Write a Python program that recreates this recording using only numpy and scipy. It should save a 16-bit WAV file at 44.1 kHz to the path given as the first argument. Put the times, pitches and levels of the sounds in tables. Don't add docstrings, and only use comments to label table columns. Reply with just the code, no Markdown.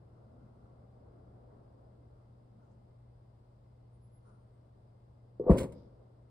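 import sys
import numpy as np
from scipy import signal
from scipy.fft import rfft, irfft
from scipy.io import wavfile
from scipy.ndimage import uniform_filter1d

SR = 44100
rng = np.random.default_rng(int(sys.argv[2]) if len(sys.argv) > 2 else 0)


def digitize_waveform(pressure):
    field = np.atleast_2d(pressure).T
    bounded = np.clip(field, -1, 1)
    quanta = np.round(bounded * 32767).astype(np.int16)
    wavfile.write(sys.argv[1], SR, quanta)


N = 277830
TIME = np.arange(N) / SR
BINS = np.fft.rfftfreq(N, 1 / SR)
RELEASE_S = 5.487


# (time [s],
# strength [dB])
KNOCK_HITS = [(5.397, -27), (5.4368, -40), (5.4643, -31.5)]
# (frequency [Hz], gain [dB], T60 [s])
CLOSED_MODES = [(75, -18.5, .15), (156.4, -12.5, 0.14), (249.5, -15.5, 0.19), (374, 2.5, 0.072),
                (417.7, 4, 0.095), (483, 1, 0.11), (668, -20, 0.039), (724, -34, 0.097), (925, -33, 0.19),
                (1152, -40, .14)]

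def knocks(attack_s=0.0028):
    out = np.zeros(N)
    for s, strength_db in KNOCK_HITS:
        start = round(s * SR)
        t = TIME[:min(SR // 2, N - start)]
        ring = sum(gain_of(db - 60 * t / t60) * np.sin(2 * np.pi * hz * t)
                   for hz, db, t60 in CLOSED_MODES)
        out[start:start + len(t)] += gain_of(strength_db) * ring * (1 - np.exp(-(t / attack_s) ** 2))
    return out


# (time [s], strength [dB], low cutoff [Hz])
BURSTS = [(5.4912, -12, 26), (5.5077, -17.5, 318)]
# (frequency [Hz], gain [dB], build-up [s])
OPEN_MODES = [(62.6, -0.5, .027), (187, 2.5, .015), (320.5, -2.5, 0.0079), (478, -2, 0.0071),
              (670, -13.5, 0.011), (944, -21, 0.0099), (1086, -18, 0.0058)]

def pop(steepness=4.2):
    out = np.zeros(N)
    for s, strength_db, low_hz in BURSTS:
        start = round(s * SR)
        t = TIME[:min(SR // 2, N - start)]
        for hz, db, build_s in OPEN_MODES:
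            age = t / build_s
            swell = (age * np.exp((1 - age ** 2) / 2)) ** steepness
            drive = gain_of(strength_db + db) / np.hypot(1, (low_hz / hz) ** 2)
            out[start:start + len(t)] += drive * swell * np.sin(2 * np.pi * hz * t)
    return out


def hoot(peak_db=-28, release_hz=525, climb_hz_per_s=2400, rise_s=0.012, stop_s=.002):
    age = TIME - RELEASE_S
    cycles = age * (release_hz + climb_hz_per_s * age / 2)
    swell = np.exp(-(age / np.where(age < 0, rise_s, stop_s)) ** 2 / 2)
    return gain_of(peak_db) * swell * np.sqrt(2) * np.sin(2 * np.pi * cycles)


# (frequency [Hz], relative density [dB])
LEAK_SPECTRUM = [(60, -17), (180, -20.5), (270, -8), (350, -23), (420, -11.5), (510, 3.5), (590, -11),
                 (700, -12), (770, -21), (900, -24), (1150, -23), (1300, -41), (2000, -55), (4000, -81)]

def leak(peak_db=-27, build_db_per_s=421, spent_db_per_s=1800):
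    pressure_db = -build_db_per_s * np.maximum(RELEASE_S - TIME, 0) - spent_db_per_s * since(RELEASE_S)
    flow = gain_of(peak_db + pressure_db) * (TIME > KNOCK_HITS[0][0])
    return turbulence(flow, LEAK_SPECTRUM)


# (peak time [s], level [dB], rise [s], T60 [s])
AIR_GUST = [(5.515, -20.5, .013, 0.23)]
# (frequency [Hz], relative density [dB])
JET_SPECTRUM = [(25, -32), (60, 1), (115, -1.5), (165, 0.5), (230, -3), (300, -3), (420, -5.5), (540, -0.5),
                (590, -6.5), (680, -18.5), (780, -23), (920, -17.5), (1140, -24), (1250, -28.5),
                (1600, -36.5), (3000, -45.5), (8000, -67.5)]

def jet(blow_db=-29, sag_db_per_s=45.5, shut_s=5.659, shut_fall_s=.005, drain_db=-45.5, drain_t60=0.67):
    hose_open = np.exp(-since(shut_s) / shut_fall_s)
    blow = gain_of(blow_db - sag_db_per_s * since(RELEASE_S)) * hose_open
    drain = gain_of(drain_db - 60 * since(shut_s) / drain_t60)
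    flow = onset(RELEASE_S, attack_s=0.0051) * np.sqrt(swells(AIR_GUST) ** 2 + blow ** 2 + drain ** 2)
    return turbulence(flow, JET_SPECTRUM)


def turbulence(flow, spectrum, flutter_db=0.5):
    return flow * gain_of(flutter_db * wander(90)) * colour(rng.standard_normal(N), spectrum)


# (peak time [s], level [dB], rise [s], T60 [s])
GRIT_SPURTS = [(5.504, -61, 0.0047, 0.48), (5.514, -58.5, 0.0062, 0.15), (5.578, -52, 0.0058, 0.25),
               (5.585, -41.5, 0.0021, 0.078), (5.605, -47.5, 0.0029, 0.12), (5.6325, -49.5, 0.0014, 0.065),
               (5.7235, -65, 0.00097, 0.078)]
# (frequency [Hz], relative density [dB])
SPRAY_SPECTRUM = [(300, -15), (1100, -13), (1550, 8), (1750, -1), (2100, 10.5), (2550, 0), (3300, 2),
                  (4200, -0.5), (5300, -6), (7500, 0.5), (10000, -2), (13000, -8), (15500, -12)]

def spray(scatter=0.25):
    direct = ports(colour(grit(per_s=5000, spread_db=2.5), SPRAY_SPECTRUM))
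    scattered = pan_bands(colour(rng.standard_normal((2, N)), SPRAY_SPECTRUM), VENT_BALANCE)
    return (direct + scatter * scattered) * swells(GRIT_SPURTS)


# (peak time [s], level [dB], rise [s], T60 [s])
SETTLING = [(5.785, -76.5, .04, 0.53)]
# (frequency [Hz], relative density [dB])
DUST_SPECTRUM = [(1000, -5), (2600, -16), (3600, -2), (4300, -8), (5000, 3), (5700, -12), (7000, -21),
                 (15000, -29)]

def dust():
    grains = np.array([grit(per_s=830, spread_db=1.0) for port in range(2)])
    return colour(grains, DUST_SPECTRUM) * swells(SETTLING)


def grit(per_s, spread_db):
    size = gain_of(spread_db * np.minimum(rng.exponential(1, N), 4))
    return unit_rms(size * rng.choice([-1., 1.], N) * (rng.random(N) < per_s / SR))


# (frequency [Hz], left lead [rad])
VENT_PHASE = [(40, 0), (500, -.45), (1300, -.4), (2300, .5), (2900, 3.2), (3500, 3), (4200, .5), (4900, .2),
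              (6100, 3.1), (8800, 6.1), (9600, 6.4), (12400, 9.4), (15300, 12.5)]
# (frequency [Hz], left minus right [dB])
VENT_BALANCE = [(60, .7), (300, 1.2), (1300, 1.7), (2000, -1), (2700, -7), (4400, -2), (8000, 0),
                (15000, .3)]

def ports(x):
    left = rfft(x)
    right = left * np.exp(-1j * curve_at(VENT_PHASE))
    return pan_bands(irfft(np.array([left, right]), N), VENT_BALANCE)


# (frequency [Hz], T60 [s])
ECHO_DECAY = [(60, .6), (200, .65), (500, .7), (1200, .65), (3000, .35), (12000, .25)]

def echo(x, delay_s=0.015):
    flat = [(20, 0), (20000, 0)]
    reflections = diffuse(flat)[:, :SR] * (TIME[:SR] > delay_s)
    hz, t, bands = signal.stft(reflections, SR, nperseg=512)
    decay = gain_of(-60 * t / curve_at(ECHO_DECAY, hz)[:, None])
    tail = signal.istft(bands * decay, SR, nperseg=512)[1]
    return signal.fftconvolve(x, tail / np.linalg.norm(tail[0]), axes=1)[:, :N]


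# (peak time [s], frequency [Hz], level [dB], half length [s])
BIRD_NOTES = [(3.952, 9450, -88.5, 0.018), (4.049, 10850, -83.5, .023), (4.157, 10920, -80.5, 0.024)]

def bird_notes(arch_hz=45):
    out = np.zeros(N)
    for s, hz, db, half_s in BIRD_NOTES:
        away = ((TIME - s) / half_s) ** 2
        out += gain_of(db) * np.exp(-away / 2) * whistle(hz - arch_hz * away, buzz_hz=150)
    return out


def bird_slide(start_s=4.2, length_s=.47, hz=9720, db=-93, fall_hz_per_s=3200, fall_db_per_s=20):
    age = since(start_s)
    waver_db = 4.5 * wander(18)
    level = gain_of(db - fall_db_per_s * age + waver_db) * onset(start_s, attack_s=.015)
    fade_out = np.clip(4 * (1 - age / length_s), 0, 1)
    return level * fade_out * whistle(hz - fall_hz_per_s * age, buzz_hz=22)


def whistle(hz, buzz_hz):
    return np.sqrt(2) * np.sin(2 * np.pi * np.cumsum(hz + buzz_hz * wander(220)) / SR)


# (time when nearest [s], relative level [dB], time to fade by 3 dB [s])
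CAR_PASSES = [(.25, -62, 0.44), (1.4, -58.5, 0.43), (2.8, -69.5, 0.1), (4.55, -70, 0.2), (5.92, -63, 0.24)]
# (frequency [Hz], relative density [dB])
RUMBLE_SPECTRUM = [(10, -34.5), (25, -16.5), (40, -7), (60, 0.5), (80, -2), (110, -8), (150, -10),
                   (205, -12.5), (260, -22), (1500, -95.5)]
ROAD_SPECTRUM = [(100, -2), (215, -0.5), (340, -2.5), (480, -1.5), (640, -1.5), (850, -10.5), (1400, -19.5),
                 (1900, -35.5), (3000, -54), (8000, -81)]

def traffic(falloff=1.8, wash_db=-80, road_gain_db=-3, rumble_db=-64, rumble_share=0.17, waver_db=1.0):
    power = gain_of(wash_db) ** 2
    for s, db, fade_s in CAR_PASSES:
        distance_squared = 1 + ((TIME - s) / fade_s) ** 2 * (2 ** (1 / falloff) - 1)
        power += gain_of(db) ** 2 / distance_squared ** falloff
    road_db = 10 * np.log10(power)
    rumble = gain_of(rumble_db + rumble_share * (road_db - road_db.mean())) * diffuse(RUMBLE_SPECTRUM)
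    road = gain_of(road_db + road_gain_db + waver_db * wander(18)) * drifting(diffuse(ROAD_SPECTRUM))
    return rumble + road


def drifting(x, depth_db=1.17):
    bands = signal.stft(x, nperseg=1024)[2]
    patches = uniform_filter1d(rng.standard_normal(bands.shape[:0:-1]), size=10, axis=0)
    patches = unit_rms(uniform_filter1d(patches, size=5, axis=1))
    return signal.istft(bands * gain_of(depth_db * patches.T), nperseg=1024)[1][:, :N]


# (peak time [s], level [dB], rise [s], T60 [s])
ENGINE_SURGES = [(.42, -61.5, 0.12, 1.8), (2.62, -65.5, 0.19, 2)]
# (frequency [Hz], relative density [dB])
ENGINE_SPECTRUM = [(40, -26), (85, 1.5), (130, -8.5), (175, -1.5), (225, 10), (290, -5), (400, -23),
                   (1500, -88)]

def engine():
    return swells(ENGINE_SURGES) * diffuse(ENGINE_SPECTRUM)


# (frequency [Hz], peak level [dB])
HUM_TONES = [(120.1, -57.5), (104.6, -67), (201, -77.5)]
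# (frequency [Hz], width [Hz], rms level [dB])
WHINE_BANDS = [(2070, 40, -101), (4930, 55, -103.5)]

def machine(waver_db=1.0, pitch_jitter=0.0015):
    out = np.zeros(N)
    for hz, db in HUM_TONES:
        level = gain_of(db + waver_db * wander(3.1))
        out += level * np.sin(2 * np.pi * hz * np.cumsum(1 + pitch_jitter * wander(38)) / SR)
    for hz, width_hz, db in WHINE_BANDS:
        out += gain_of(db) * unit_rms(wander(width_hz) * np.sin(2 * np.pi * hz * TIME))
    return pan_bands(out, AMBIENT_BALANCE)


# (peak time [s], level [dB], rise [s], T60 [s])
SCUFF_EVENTS = [(.17, -73, 0.044, 1.6), (.44, -72, .04, .9), (.67, -71.5, 0.066, .6), (2.2, -75.5, .05, .8),
                (2.63, -70.5, .03, .4), (4.28, -65.5, 0.022, 0.64)]
TICK_EVENTS = [(2.65, -96, .015, .3), (2.72, -91, .016, .17), (4.257, -93, .002, .06),
               (4.295, -87.5, .004, .05)]
# (frequency [Hz], relative density [dB])
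SCUFF_SPECTRUM = [(300, -1.5), (900, -5.5), (1400, -2), (1800, -32), (3500, -34), (5400, -30), (7000, -40),
                  (10500, -40), (13000, -55)]
TICK_SPECTRUM = [(2500, -9), (5400, 6), (7000, 10), (11000, -7), (13000, -21)]

def scuffs():
    return swells(SCUFF_EVENTS) * diffuse(SCUFF_SPECTRUM) + swells(TICK_EVENTS) * diffuse(TICK_SPECTRUM)


# (frequency [Hz], relative density [dB])
AIR_SPECTRUM = [(100, -8), (250, -0.5), (600, -1), (1000, -8.5), (1600, -20.5), (2400, -28.5), (5000, -29),
                (6300, -40), (8500, -33.5), (10500, -39.5), (12000, -49), (15000, -52.5)]

def still_air(level_db=-69):
    return gain_of(level_db) * diffuse(AIR_SPECTRUM)


# (frequency [Hz], correlation [-1 to 1])
AMBIENT_COHERENCE = [(110, .99), (200, 0.89), (380, .34), (700, -0.17), (1290, -0.17), (2400, 0), (8000, 0),
                     (15000, 0.3)]
# (frequency [Hz], left minus right [dB])
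AMBIENT_BALANCE = [(60, .5), (110, 1), (200, 1.5), (500, 2.8), (1300, 2), (4400, -.5), (8000, 0)]

def diffuse(spectrum):
    left, independent = rfft(rng.standard_normal((2, N)))
    coherence = np.clip(curve_at(AMBIENT_COHERENCE), -1, 1)
    right = coherence * left + np.sqrt(1 - coherence ** 2) * independent
    pair = irfft(np.array([left, right]), N)
    return pan_bands(colour(pair, spectrum), AMBIENT_BALANCE)


def pan_bands(x, balance):
    half_db = curve_at(balance) / 2
    return irfft(rfft(x) * gain_of([half_db, -half_db]), N)


def swells(rows):
    power = np.zeros(N)
    for s, db, rise_s, t60 in rows:
        attack = np.exp(-(np.minimum(TIME - s, 0) / rise_s) ** 2 / 2)
        power += (gain_of(db - 60 * since(s) / t60) * attack) ** 2
    return np.sqrt(power)


def colour(x, spectrum):
    return unit_rms(irfft(rfft(x) * gain_of(curve_at(spectrum)), N))


def wander(rate_hz):
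    return unit_rms(irfft(rfft(rng.standard_normal(N)) * np.exp(-(BINS / rate_hz) ** 2), N))


def curve_at(points, hz=BINS):
    point_hz, value = np.transpose(points)
    return np.interp(np.log(hz + 1), np.log(point_hz + 1), value)


def onset(s, attack_s):
    return 1 - np.exp(-(since(s) / attack_s) ** 2)


def since(s):
    return np.maximum(TIME - s, 0)


def gain_of(db):
    return 10 ** (np.asarray(db) / 20)


def unit_rms(x):
    return x / np.sqrt(np.mean(x ** 2) + 1e-20)


def scene(echo_db=-24.5):
    blast = ports(knocks() + hoot() + leak() + pop() + jet()) + spray()
    background = scuffs() + engine()
    vent = blast + gain_of(echo_db) * echo(blast) + dust()
    background += still_air() + traffic() + machine()
    return vent + bird_notes() + bird_slide() + background


def record(dry, low_cut_hz=22, high_cut_hz=15800):
    thinned = signal.sosfilt(signal.butter(2, low_cut_hz, "highpass", fs=SR, output="sos"), dry)
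    lowpass = signal.firwin(511, high_cut_hz, window=("kaiser", 9), fs=SR)
    return signal.oaconvolve(thinned, lowpass[None], "same")


dry = scene()
out = record(dry)
digitize_waveform(out)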